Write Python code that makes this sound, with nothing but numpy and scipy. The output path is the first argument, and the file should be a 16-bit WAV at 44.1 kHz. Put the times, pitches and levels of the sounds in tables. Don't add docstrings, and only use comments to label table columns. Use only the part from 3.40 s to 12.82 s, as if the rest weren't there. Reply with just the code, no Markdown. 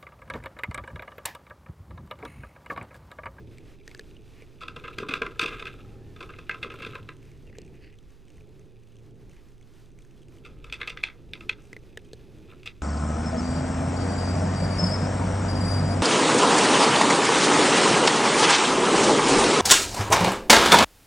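import sys
import numpy as np
from scipy import signal
from scipy.fft import rfft, irfft, next_fast_len
from scipy.io import wavfile
from scipy.ndimage import map_coordinates

SR = 44100
rng = np.random.default_rng(int(sys.argv[2]) if len(sys.argv) > 2 else 0)


def log_audio(samples):
    frames = np.atleast_2d(samples).T
    limited = np.clip(frames, -1, 1)
    pcm = np.round(limited * 32767).astype(np.int16)
    wavfile.write(sys.argv[1], SR, pcm)


def to_linear_factor(level_db):
    exponent = np.asarray(level_db, float) / 20
    return 10 ** exponent


N = 415422


def unit(x):
    return x / np.sqrt(np.mean(x ** 2) + 1e-20)


def curves(rows):
    s, *columns = np.transpose(rows)
    return [np.interp(np.arange(N) / SR, s, c) for c in columns]


def wobble(rate_hz):
    knots = rng.standard_normal(int(N * rate_hz / SR) + 4)
    return map_coordinates(knots, [np.arange(N) * rate_hz / SR])


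def swells(rows):
    t = np.arange(N) / SR
    levels_db = []
    for s, rise_s, fall_s, peak_db in rows:
        distance = np.maximum((s - t) / rise_s, (t - s) / fall_s)
        levels_db.append(peak_db - 12 * distance ** 2)
    return np.max(levels_db, axis=0)


def filtered(x, response):
    m = next_fast_len(N + SR // 2)
    return irfft(rfft(x, m) * response(np.fft.rfftfreq(m, 1 / SR)), m)[:N]


def along(points, hz):
    f, v = np.transpose(points)
    return np.interp(np.log(hz + 1), np.log(f + 1), v)


def noise(spectrum):
    return unit(filtered(rng.standard_normal(N), lambda hz: to_linear_factor(along(spectrum, hz))))


def resonate(x, modes):
    def body(hz):
        total = 0
        for k, (centre_hz, width_hz, db) in enumerate(modes):
            damping = 1j * hz * width_hz
            total = total + (-1) ** k * to_linear_factor(db) * damping / (centre_hz ** 2 - hz ** 2 + damping)
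        return total
    gain = np.sqrt(np.mean(abs(body(np.arange(1, SR // 2, 2))) ** 2))
    return filtered(x, body) / gain


def grains(per_second, scatter_db, clump_db):
    sparse = rng.random(N) < per_second / SR
    size = rng.standard_normal(N) * to_linear_factor(-scatter_db * rng.random(N) + clump_db * wobble(90))
    return unit(sparse * size)


def splinters(times, length_s, rms_db, draw, scatter_db):
    place = draw[..., 0]
    creak, crumble = place < 0.15, place > 0.7
    length = length_s[:, None]
    late_s = (place - 0.15) / 0.55 * length
    late_s = np.where(crumble, length + 0.14 * (place - 0.7), late_s)
    late_s = np.where(creak, -0.035 * (0.15 - place), late_s)
    weak_db = np.where(crumble, -6 - 40 * (place - 0.7), -11 * (place - 0.15))
    weak_db = np.where(creak, -19 - 70 * (0.15 - place), weak_db)
    size = to_linear_factor(weak_db - scatter_db * draw[..., 1]) * np.sign(draw[..., 2] - 0.5)
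    size = size / np.linalg.norm(size, axis=1, keepdims=True)
    size = size * (to_linear_factor(rms_db) * np.sqrt((length_s + 0.004) * SR))[:, None]
    at = np.clip(((times[:, None] + late_s) * SR).astype(int), 0, N - 1)
    return np.bincount(at.ravel(), size.ravel(), N)


# start in seconds, length in ms,
# strength in dB, hardness in dB, muffling by the closed mouth in dB.
BITES = [(1.207, 23.4, -47, -3.5, -8), (1.233, 4.8, -43, -4, -4), (1.2806, 4.9, -39.5, -1, -5),
         (1.3612, 9.4, -41, -6, -2), (1.4387, 24, -44.5, -5.5, 8), (1.478, 10.6, -42.5, -7, -2),
         (1.584, 3.76, -33.5, 6, -6.5), (1.63, 7.4, -42.5, -13, 0), (1.686, 13, -35.5, 0, -4.5),
         (1.7073, 23, -39.5, -1, 0), (1.7375, 3.16, -28, 1, -4), (1.752, 23.6, -42.5, -1.5, -4.5),
         (1.818, 4.4, -26, -4.5, 5.5), (1.8639, 4.8, -37, -4.5, 5), (1.9936, 4.43, -27.5, 5, -6.5),
         (2.0117, 13, -33, 6, -6.5), (2.028, 17, -37, 5, -5.5), (2.059, 4.85, -34, 6, -5),
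         (2.0786, 14.7, -38, 0.5, -2), (2.116, 35, -45, -2.5, 5), (2.1942, 14.8, -47, 8.5, -3.5),
         (2.2238, 2.8, -39.5, -1, -1), (2.254, 4.5, -41.5, 5, 0.5), (2.2678, 13.8, -42, 6, 3),
         (2.762, 4.4, -49.5, -5, -5), (2.8051, 12.6, -43.5, -10, -8), (2.827, 8.6, -44.5, -2.5, -4),
                (2.8903, 16.6, -51, -5, 3), (2.934, 7.6, -52.5, -4, 12), (2.9874, 6.1, -45.5, 1, -3),
                (3.0941, 3.06, -34.5, 6, 15), (3.111, 7.5, -43, 10, 11), (3.141, 7.5, -44.5, 1, 3),
                (3.155, 6.5, -53, -14, 0), (3.2279, 11, -39, 11, 0.5), (3.241, 5.4, -40.5, -11, -5),
                (3.3013, 5.1, -41, -2, 5), (3.317, 7.5, -49.5, 1, -3), (3.4027, 5.5, -47.5, 3, 1),
                (3.422, 18.3, -42, 2, 0), (3.4479, 4.1, -42.5, 5, -3), (3.4622, 12.7, -45, 3, -4),
                (3.5185, 7.6, -62, -5, -1), (3.553, 4.8, -38, -4, 7), (3.532, 3.75, -52, -3, 8),
                (3.6891, 3.4, -40.5, 1, 4),
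         (7.047, 32, -52.5, 0, -8), (7.242, 3.8, -47, 1.5, -9), (7.298, 4.03, -53, 11, 1),
              (7.3248, 2.4, -37.5, 18.5, -1), (7.341, 3.9, -43.5, 13, -5), (7.402, 7.9, -47, -3, 2),
              (7.413, 5.6, -37.5, 5.5, 17), (7.43, 3, -46, 11, 22), (7.4742, 8.4, -38.5, 12, 0),
              (7.5004, 4.2, -45, 16, -3), (7.517, 14.5, -53, -1, 7), (7.572, 3.2, -41.5, 9.5, 16),
              (7.6363, 4, -36, 28, 6), (7.683, 6, -50, 4, 18), (7.697, 6.7, -53.5, 2, 19),
              (7.9345, 1.4, -43, 23.5, 1), (7.9529, 3.1, -49, 2, -1), (8.007, 4.8, -47.5, 2, 0),
              (8.093, 4, -33.5, 20, 7.5), (9.2314, 2.3, -56, 11, -6), (9.2582, 12, -44.5, 8.5, -11),
              (9.2735, 3.15, -45, 20, 2), (9.4186, 1.4, -41.5, -3, -4),
         (2.034, 4.2, -39, 7, -7), (2.04, 5.1, -36, -11, -1), (7.6321, 1.7, -49, 14, -6),
               (2.105, 5.3, -47, -1, 0), (2.131, 3.4, -52, 5, -1), (2.184, 2.8, -45.5, -7, 4),
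               (7.333, 2.8, -44, 15, -1), (7.484, 5.3, -44, 6, 0), (7.496, 3, -50, 15, -14),
               (7.602, 4, -59, 3, -3), (7.657, 3.2, -66, 10, -8), (8.104, 4.6, -57, 14, 1)]
# centre in Hz, width in Hz, level in dB.
THUD = [(240, 98, -11.5), (310, 236, -3), (404, 92, 2.5), (470.6, 49, 2), (640, 480, -13.5)]
LOW_RING = [(1029, 37, 0.33), (1234, 141, 4.5), (1380, 164, 4.74)]
NEAR_MID_RING = [(1589, 46, 1), (1970, 60, -8.5), (2120, 91, -4.5)]
FAR_MID_RING = [(1586, 96, -4), (1970, 140, -1.5), (2153, 145, 1.5)]
CENTRE_RING = [(2540, 242, 13), (2820, 420, 0.81)]
UPPER_RING = [(3225, 240, -3.5), (3450, 290, 4), (3960, 1180, -8)]
SNAP = [(4680, 350, 0), (5100, 350, -2), (5700, 400, -7), (6300, 600, -9), (7600, 700, -12),
        (8700, 700, -12), (11500, 3500, -23)]


def cracks():
    s, ms, db, hard_db, muffle_db = np.transpose(BITES)
    move_s = 5
    far, length_s = s > move_s, ms / 1000
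    moved = np.arange(N) > move_s * SR
    coarse, fine, finer = np.swapaxes(rng.random((len(s), 3, 80, 3)), 0, 1)
    fine[..., 0] = finer[..., 0] = coarse[..., 0]

    ring_db = db + hard_db / 2
    low_db = db - hard_db / 2 - 2.5 - 0.5 * far
    mid_db = db - 3.5 + 0.3 * hard_db + 0.48 * muffle_db
    centre_db = ring_db + 0.66 + far * (-1 - 0.12 * muffle_db)
    upper_db = ring_db + np.where(s < move_s, -5 - 0.43 * muffle_db, -4.5 + 0.15 * muffle_db)
    snap_db = ring_db - 20.5 - 1.23 * muffle_db + far * (2.5 + 0.42 * muffle_db)

    low = splinters(s, length_s, low_db, coarse, scatter_db=5.5)
    mid = splinters(s, length_s, mid_db, fine, scatter_db=9.5)
    centre = splinters(s, length_s, centre_db, coarse, scatter_db=6.5)
    upper = splinters(s, length_s, upper_db, finer, scatter_db=9)
    snap = splinters(s, length_s, snap_db, fine, scatter_db=6)

    body = resonate(low, LOW_RING) + to_linear_factor(-8) * resonate(low, THUD)
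    body = body + to_linear_factor(1.5) * resonate(mid * ~moved, NEAR_MID_RING) + resonate(mid * moved, FAR_MID_RING)
    body = body + resonate(centre, CENTRE_RING) + resonate(upper, UPPER_RING)
    blunt = filtered(body, lambda hz: 1 / (1 + 1j * hz / 5000) ** 2)
    return 1.14 * blunt + resonate(snap, SNAP)


# start in seconds, peak in dB, pitch in Hz.
THUDS = [(1.365, -34.5, 453), (1.582, -30, 362), (1.601, -27, 410), (1.626, -24.5, 398),
         (1.694, -24.5, 285), (1.732, -30, 400), (1.816, -22.5, 420), (1.877, -34, 342),
         (2.028, -25.5, 310), (2.052, -28.5, 407), (2.123, -35, 394), (2.223, -33.5, 393),
         (2.812, -37, 344), (3.093, -47, 363), (3.241, -35.5, 483), (3.261, -32.5, 400),
         (3.408, -34.5, 447), (3.465, -28.5, 404), (3.553, -36.5, 443), (3.69, -38.5, 450)]


def thuds():
    out, t = np.zeros(N + SR), np.arange(SR // 12) / SR
    for s, db, hz in THUDS:
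        knock = np.sin(2 * np.pi * hz * t) + 0.42 * np.sin(2 * np.pi * 0.6 * hz * t)
        envelope = to_linear_factor(db + 4 - 60 * t / 0.035) * (1 - np.exp(-t / 0.0019))
        out[round(s * SR):][:len(t)] += envelope * knock
    return out[:N]


# peak time in seconds, rise in seconds, fall in seconds, peak in dB.
GRIND = [
    (1.55, 0.25, 0.69, -52.5),
    (2.16, 0.17, 0.28, -48),
    (2.38, 0.03, 0.046, -51.5),
    (2.84, 0.075, 0.35, -54),
    (3.44, 0.31, 0.22, -48.5),
    (7.08, 0.055, 0.087, -60),
    (7.47, 0.28, 0.1, -54),
    (7.72, 0.045, 0.1, -63),
    (8.18, 0.038, 0.082, -63),
    (9.1, 0.018, 0.043, -53.5),
]
# centre in Hz, width in Hz, level in dB.
RING = [(2562, 440, 11), (2760, 200, -4), (3320, 260, 1.5), (4000, 900, -2.5)]


def grinding():
    coarse, fine = grains(700, 16, 5.8), grains(1200, 14, 3.3)
    low = to_linear_factor(2) * resonate(coarse, THUD) + resonate(coarse, LOW_RING)
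    low = low + to_linear_factor(-3.5) * resonate(coarse, NEAR_MID_RING)
    high = resonate(fine, RING) + to_linear_factor(-26) * resonate(fine, SNAP)
    return to_linear_factor(swells(GRIND) - 6.5) * (low + high)


# frequency in Hz, t60 in seconds.
SHEET_TAIL = [(300, 0.42), (1200, 0.21), (2500, 0.07), (6000, 0.14), (12000, 0.019)]


def sheet(x):
    hz, t, z = signal.stft(rng.standard_normal(SR // 3), SR, nperseg=128)
    decay = to_linear_factor(-60 * t / along(SHEET_TAIL, hz)[:, None])
    tail = signal.istft(z * decay, SR, nperseg=128)[1]
    return signal.fftconvolve(x, tail / np.linalg.norm(tail))[:N]


# start in seconds, peak in dB, mouth pitch in Hz, pop in dB, snap in dB.
CLICKS = [(0.1833, -40, 2330, -4, -8.5), (0.412, -47, 2270, -15, -33), (0.4774, -31.5, 1790, -7.5, -8),
          (0.493, -45, 2050, -20, -11), (0.5132, -36.5, 2140, -15, -15), (0.5478, -32, 1780, -10, -9),
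          (0.594, -27.5, 1700, -8, -10.5), (0.6098, -44.5, 2460, 0, -9), (0.7665, -41, 2890, -11, -33),
          (1.0215, -38.5, 2300, 2, -18), (4.0744, -45.5, 2730, 2, -27), (4.0981, -47, 2190, 5, -25),
          (4.128, -43, 2010, -15, -25), (4.1845, -40.5, 2430, 11, 2), (4.217, -47, 2760, -11, -4),
          (4.278, -48, 2400, -9, -12.5), (8.33, -27.5, 2080, -11.5, -17.5), (8.3652, -28, 1920, -8, -28),
          (8.5735, -25, 1723, -5.5, -10), (8.7324, -43, 1640, 13, 4.5)]
# peak time in seconds, rise in seconds, fall in seconds, peak in dB.
LICKS = [(.13, 0.03, .12, -69), (.34, 0.15, 0.018, -66), (.575, .05, .1, -72), (1.01, 0.071, 0.038, -61.5),
         (3.82, 0.026, 0.21, -69.5), (4.08, 0.031, .03, -67), (4.16, .04, 0.11, -62.5),
         (4.37, 0.044, 0.09, -65.5), (4.455, 0.04, 0.05, -56.5), (4.53, .015, .03, -65),
         (5.98, 0.026, 0.044, -68)]
SMACK = [
    (4.455, .05, .045, -66),
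]
# centre in Hz, width in Hz, level in dB.
WET = [(2900, 1200, 3), (4500, 830, 7), (6300, 880, 5), (8200, 640, 4), (11600, 2400, -13.5)]
LICK = [(1890, 370, 3.5), (2800, 370, 2)]
LICK_OPEN = [(2350, 2300, 0)]
SMACK_BAND = [(4500, 310, 0)]


def mouth():
    out, edge, t = np.zeros(N + SR), np.zeros(N + SR), np.arange(SR // 30) / SR
    for s, db, hz, pop_db, snap_db in CLICKS:
        here = slice(round(s * SR), round(s * SR) + len(t))
        phase = 2 * np.pi * hz * t + np.cumsum(rng.normal(0, 0.096, len(t)))
        tone = to_linear_factor(-60 * t / 0.019) * (np.sin(phase) + 0.11 * np.sin(2.1 * phase))
        pop = to_linear_factor(pop_db - 60 * t / 0.032) * np.sin(2 * np.pi * 440 * t)
        out[here] += to_linear_factor(db - 2) * (tone + pop) * (1 - np.exp(-t / 0.0004))
        edge[here] += to_linear_factor(db + snap_db + 1.5 - 60 * t / 0.0077) * rng.standard_normal(len(t))
    wet = grains(3400, 14, 1)
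    smack = to_linear_factor(swells(SMACK)) * unit(resonate(wet, SMACK_BAND))
    licks = to_linear_factor(swells(LICKS)) * unit(resonate(resonate(wet, LICK), LICK_OPEN))
    return out[:N] + resonate(edge[:N], WET) + smack + licks


# start in seconds, peak in dB, pitch in Hz, brightness
# in dB.
FAINT_TICKS = [(0.4559, -53, 2100, -12), (0.5674, -55, 2900, -9), (0.5754, -48, 2300, -8),
               (3.8282, -44.5, 2420, -21), (3.8531, -48, 2430, -17), (3.9153, -47, 2320, -15),
               (4.0677, -47, 2850, -19), (4.153, -42, 1770, -25), (4.168, -48, 2340, -19),
               (4.248, -53, 2800, -9), (4.263, -52, 2805, -11),
               (4.3525, -48, 2300, -18), (4.4226, -50, 1980, -22), (4.444, -47, 1940, -23),
         (4.5263, -47, 2280, -23), (4.5866, -44.5, 3360, -19), (4.628, -57, 1850, -12),
         (4.704, -54, 2940, -10), (4.7169, -54, 1900, -22), (4.8815, -52, 2890, -13),
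         (4.9023, -46, 2550, -15), (4.9399, -57, 2500, -12), (4.957, -55, 2460, -13),
         (4.9803, -47, 2060, -28), (5.0074, -44.5, 2620, -26), (5.1937, -53, 2090, -8),
         (5.4348, -53, 2630, -13), (5.5201, -53, 2810, -15), (5.567, -49, 2920, -13),
         (5.586, -53, 2880, -12), (5.6473, -62, 2010, -14), (5.7086, -56, 3080, -11),
         (5.8199, -59, 2090, -11), (5.8952, -53, 2280, -8), (5.9133, -47, 2760, -16),
         (5.9325, -50, 1880, -14), (5.9655, -51, 2390, -15), (6.0873, -60, 2350, -6),
         (6.1327, -61, 2090, -9.5), (6.2112, -49, 2350, -13), (6.227, -49, 3310, -16),
         (6.3377, -56, 3340, -9), (6.3966, -57, 2590, -12), (6.44, -60, 2260, -13),
         (6.4589, -51.5, 3780, -15), (6.5168, -57, 2360, -9), (6.5876, -43.5, 2360, -16),
         (6.6066, -53, 2560, -18), (6.6211, -49, 3300, -13), (6.649, -49.5, 1970, -12),
         (6.709, -49.5, 2490, -16), (6.7776, -53, 3320, -16), (6.8184, -51, 2900, -15),
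         (6.8301, -48, 2920, -17), (6.883, -47.5, 2430, -13), (6.9229, -49, 2350, -16),
         (6.9528, -54, 2120, -13), (6.9705, -50, 2160, -19), (6.9842, -48, 2950, -19),
               (8.203, -55, 2330, -12), (8.22, -53, 2140, -9), (8.239, -56, 2500, -6),
              (8.253, -48, 2570, -14), (8.2714, -52, 2390, -12), (8.318, -63, 2800, -5),
              (8.3894, -55, 2820, -12), (8.4355, -58, 2870, -10), (8.525, -61, 1680, -14),
              (8.546, -56, 1950, -14), (8.5577, -58, 2620, -15), (8.5914, -54, 2110, -22),
              (8.6462, -53, 2960, -10), (8.651, -50, 3300, -14), (8.6717, -59, 2500, -14),
              (8.6874, -55, 2800, -12), (8.724, -56, 2900, -14), (8.7385, -44, 4000, -16),
              (8.7685, -54, 2850, -15)]
# centre in Hz, width in Hz, level in dB.
TICK_EDGE = [(6100, 700, 0), (8700, 900, -4.5)]
CRACKLE_BANDS = [(6100, 390, -2), (8950, 620, -3.5), (2900, 880, 1.5)]
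# peak time in seconds, rise in seconds, fall in seconds, peak in dB.
RUSTLE = [
    (.1, 0.46, 5.6, -70.5),
    (5.4, 1.7, .45, -74.5),
    (9.4, 2.4, 0.88, -69.5),
]


def leaves():
    s, db, hz, bright_db = np.transpose(FAINT_TICKS)
    t = np.arange(SR // 50) / SR
    waver = np.cumsum(rng.normal(0, 0.2, (len(s), len(t))), axis=1)
    envelope = to_linear_factor(db[:, None] - 3 - 60 * t / 0.016) * (1 - np.exp(-t / 0.00041))
    tone = envelope * np.sin(2 * np.pi * hz[:, None] * t + waver)
    tones = np.bincount(((s[:, None] + t) * SR).astype(int).ravel(), tone.ravel(), N)
    draw = rng.random((len(s), 8, 3))
    edge = splinters(s, np.full(len(s), 0.003), db + bright_db - 5.5, draw, scatter_db=0)
    crackle = to_linear_factor(-80 + 1.4 * wobble(3.5)) * grains(160, 13, 1.6)
    rustle = grains(900, 12, 3)
    rustle = to_linear_factor(swells(RUSTLE)) * (resonate(rustle, RING) + 0.16 * resonate(rustle, SNAP))
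    return tones + resonate(edge, TICK_EDGE) + resonate(crackle, CRACKLE_BANDS) + rustle


# peak time in seconds, rise in seconds, fall in seconds, peak in dB, pitch in Hz.
FAR_CALL = [
    (2.5, .12, 0.25, -63.5, 784),
    (2.65, 0.14, 0.15, -70, 1750),
]


def far_call():
    waver = 1 + 0.04 * wobble(51)
    out = np.zeros(N)
    for *swell, hz in FAR_CALL:
        out += to_linear_factor(swells([swell])) * np.sin(2 * np.pi * np.cumsum(hz * waver) / SR)
    return out


def drone(hz, rows, orders):
    turn = 2 * np.pi * np.cumsum(hz + 2.23 * wobble(10)) / SR
    swell_db = swells(rows)
    return sum(to_linear_factor(swell_db + db + 2.5 * wobble(4)) * np.sin(k * turn) for k, db in orders)


# peak time in seconds, rise in seconds, fall in seconds, peak in dB.
HUM = [
    (2.5, 0.23, 0.36, -53),
    (3.3, 0.46, 0.8, -54),
    (5.6, 0.64, 0.23, -54.5),
    (9.4, 0.69, 0.76, -59),
]
ENGINE = [
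    (3.75, 0.43, 0.66, -57),
    (6.3, .5, 1.2, -67.5),
]
# time in seconds, engine pitch in Hz.
ENGINE_PITCH = [(3.2, 64.6), (3.8, 70.3), (4.6, 69.3), (5.8, 57.84), (7.5, 67.5), (8.2, 69)]
# time in seconds, stir of the air in dB.
AIR = [(0, -2.5), (1.2, 1), (2, 2), (2.6, 2), (3.5, 0), (4.2, -2.5), (6.5, -4), (7.6, -0.5), (9.42, -3)]
# frequency in Hz, density in dB per Hz.
BUFFET = [(7.1, -47.5), (12, -7), (36, 3.5), (52, -1), (70, -27.5), (91, -47), (150, -120)]
TRAFFIC = [(29, -39), (50, -5), (118, -2.5), (216, -12), (395, -8), (611, -25.5), (900, -32), (1500, -93.5)]
HISS = [(350, -24), (600, -5.5), (1140, -4), (2640, -8.5), (4880, -11.5), (8520, -19), (14300, -24),
        (15500, -24)]


def background():
    stir_db, = curves(AIR)
    machine = drone(111.3, HUM, [(0.98, 2.8)])
    engine = drone(*curves(ENGINE_PITCH), ENGINE, [(1, -2.5), (2, 7), (3, -8), (4, -6.5)])
    buffet = to_linear_factor(-53.5 + 1.25 * stir_db + 3 * wobble(3.9)) * noise(BUFFET)
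    traffic = to_linear_factor(-50 + stir_db + 2 * wobble(4)) * noise(TRAFFIC)
    hiss = to_linear_factor(-67 + 0.59 * stir_db + 2.2 * wobble(15)) * noise(HISS)
    return buffet + traffic + machine + engine + hiss


# frequency in Hz, density in dB per Hz.
SIDE_NOISE = [(5, -1), (40, 7), (150, -11.5), (300, -21), (850, -29), (1000, -66), (15500, -64)]


def scene():
    food = cracks() + thuds() + grinding()
    mid = food + to_linear_factor(-10.5) * sheet(food) + mouth() + leaves() + far_call() + background()
    side = to_linear_factor(-80.5) * noise(SIDE_NOISE)
    return np.array([mid + side, mid - side])


def roll_off(x):
    return signal.sosfilt(signal.butter(12, 16170, fs=SR, output="sos"), x)


OFFSET = [
    [.00043],
    [-.00318],
]


def record(dry):
    limited = np.array([filtered(channel, lambda hz: hz < 15400) for channel in dry])
    mix = limited + OFFSET
    return roll_off(mix)


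dry = scene()
out = record(dry)
log_audio(out)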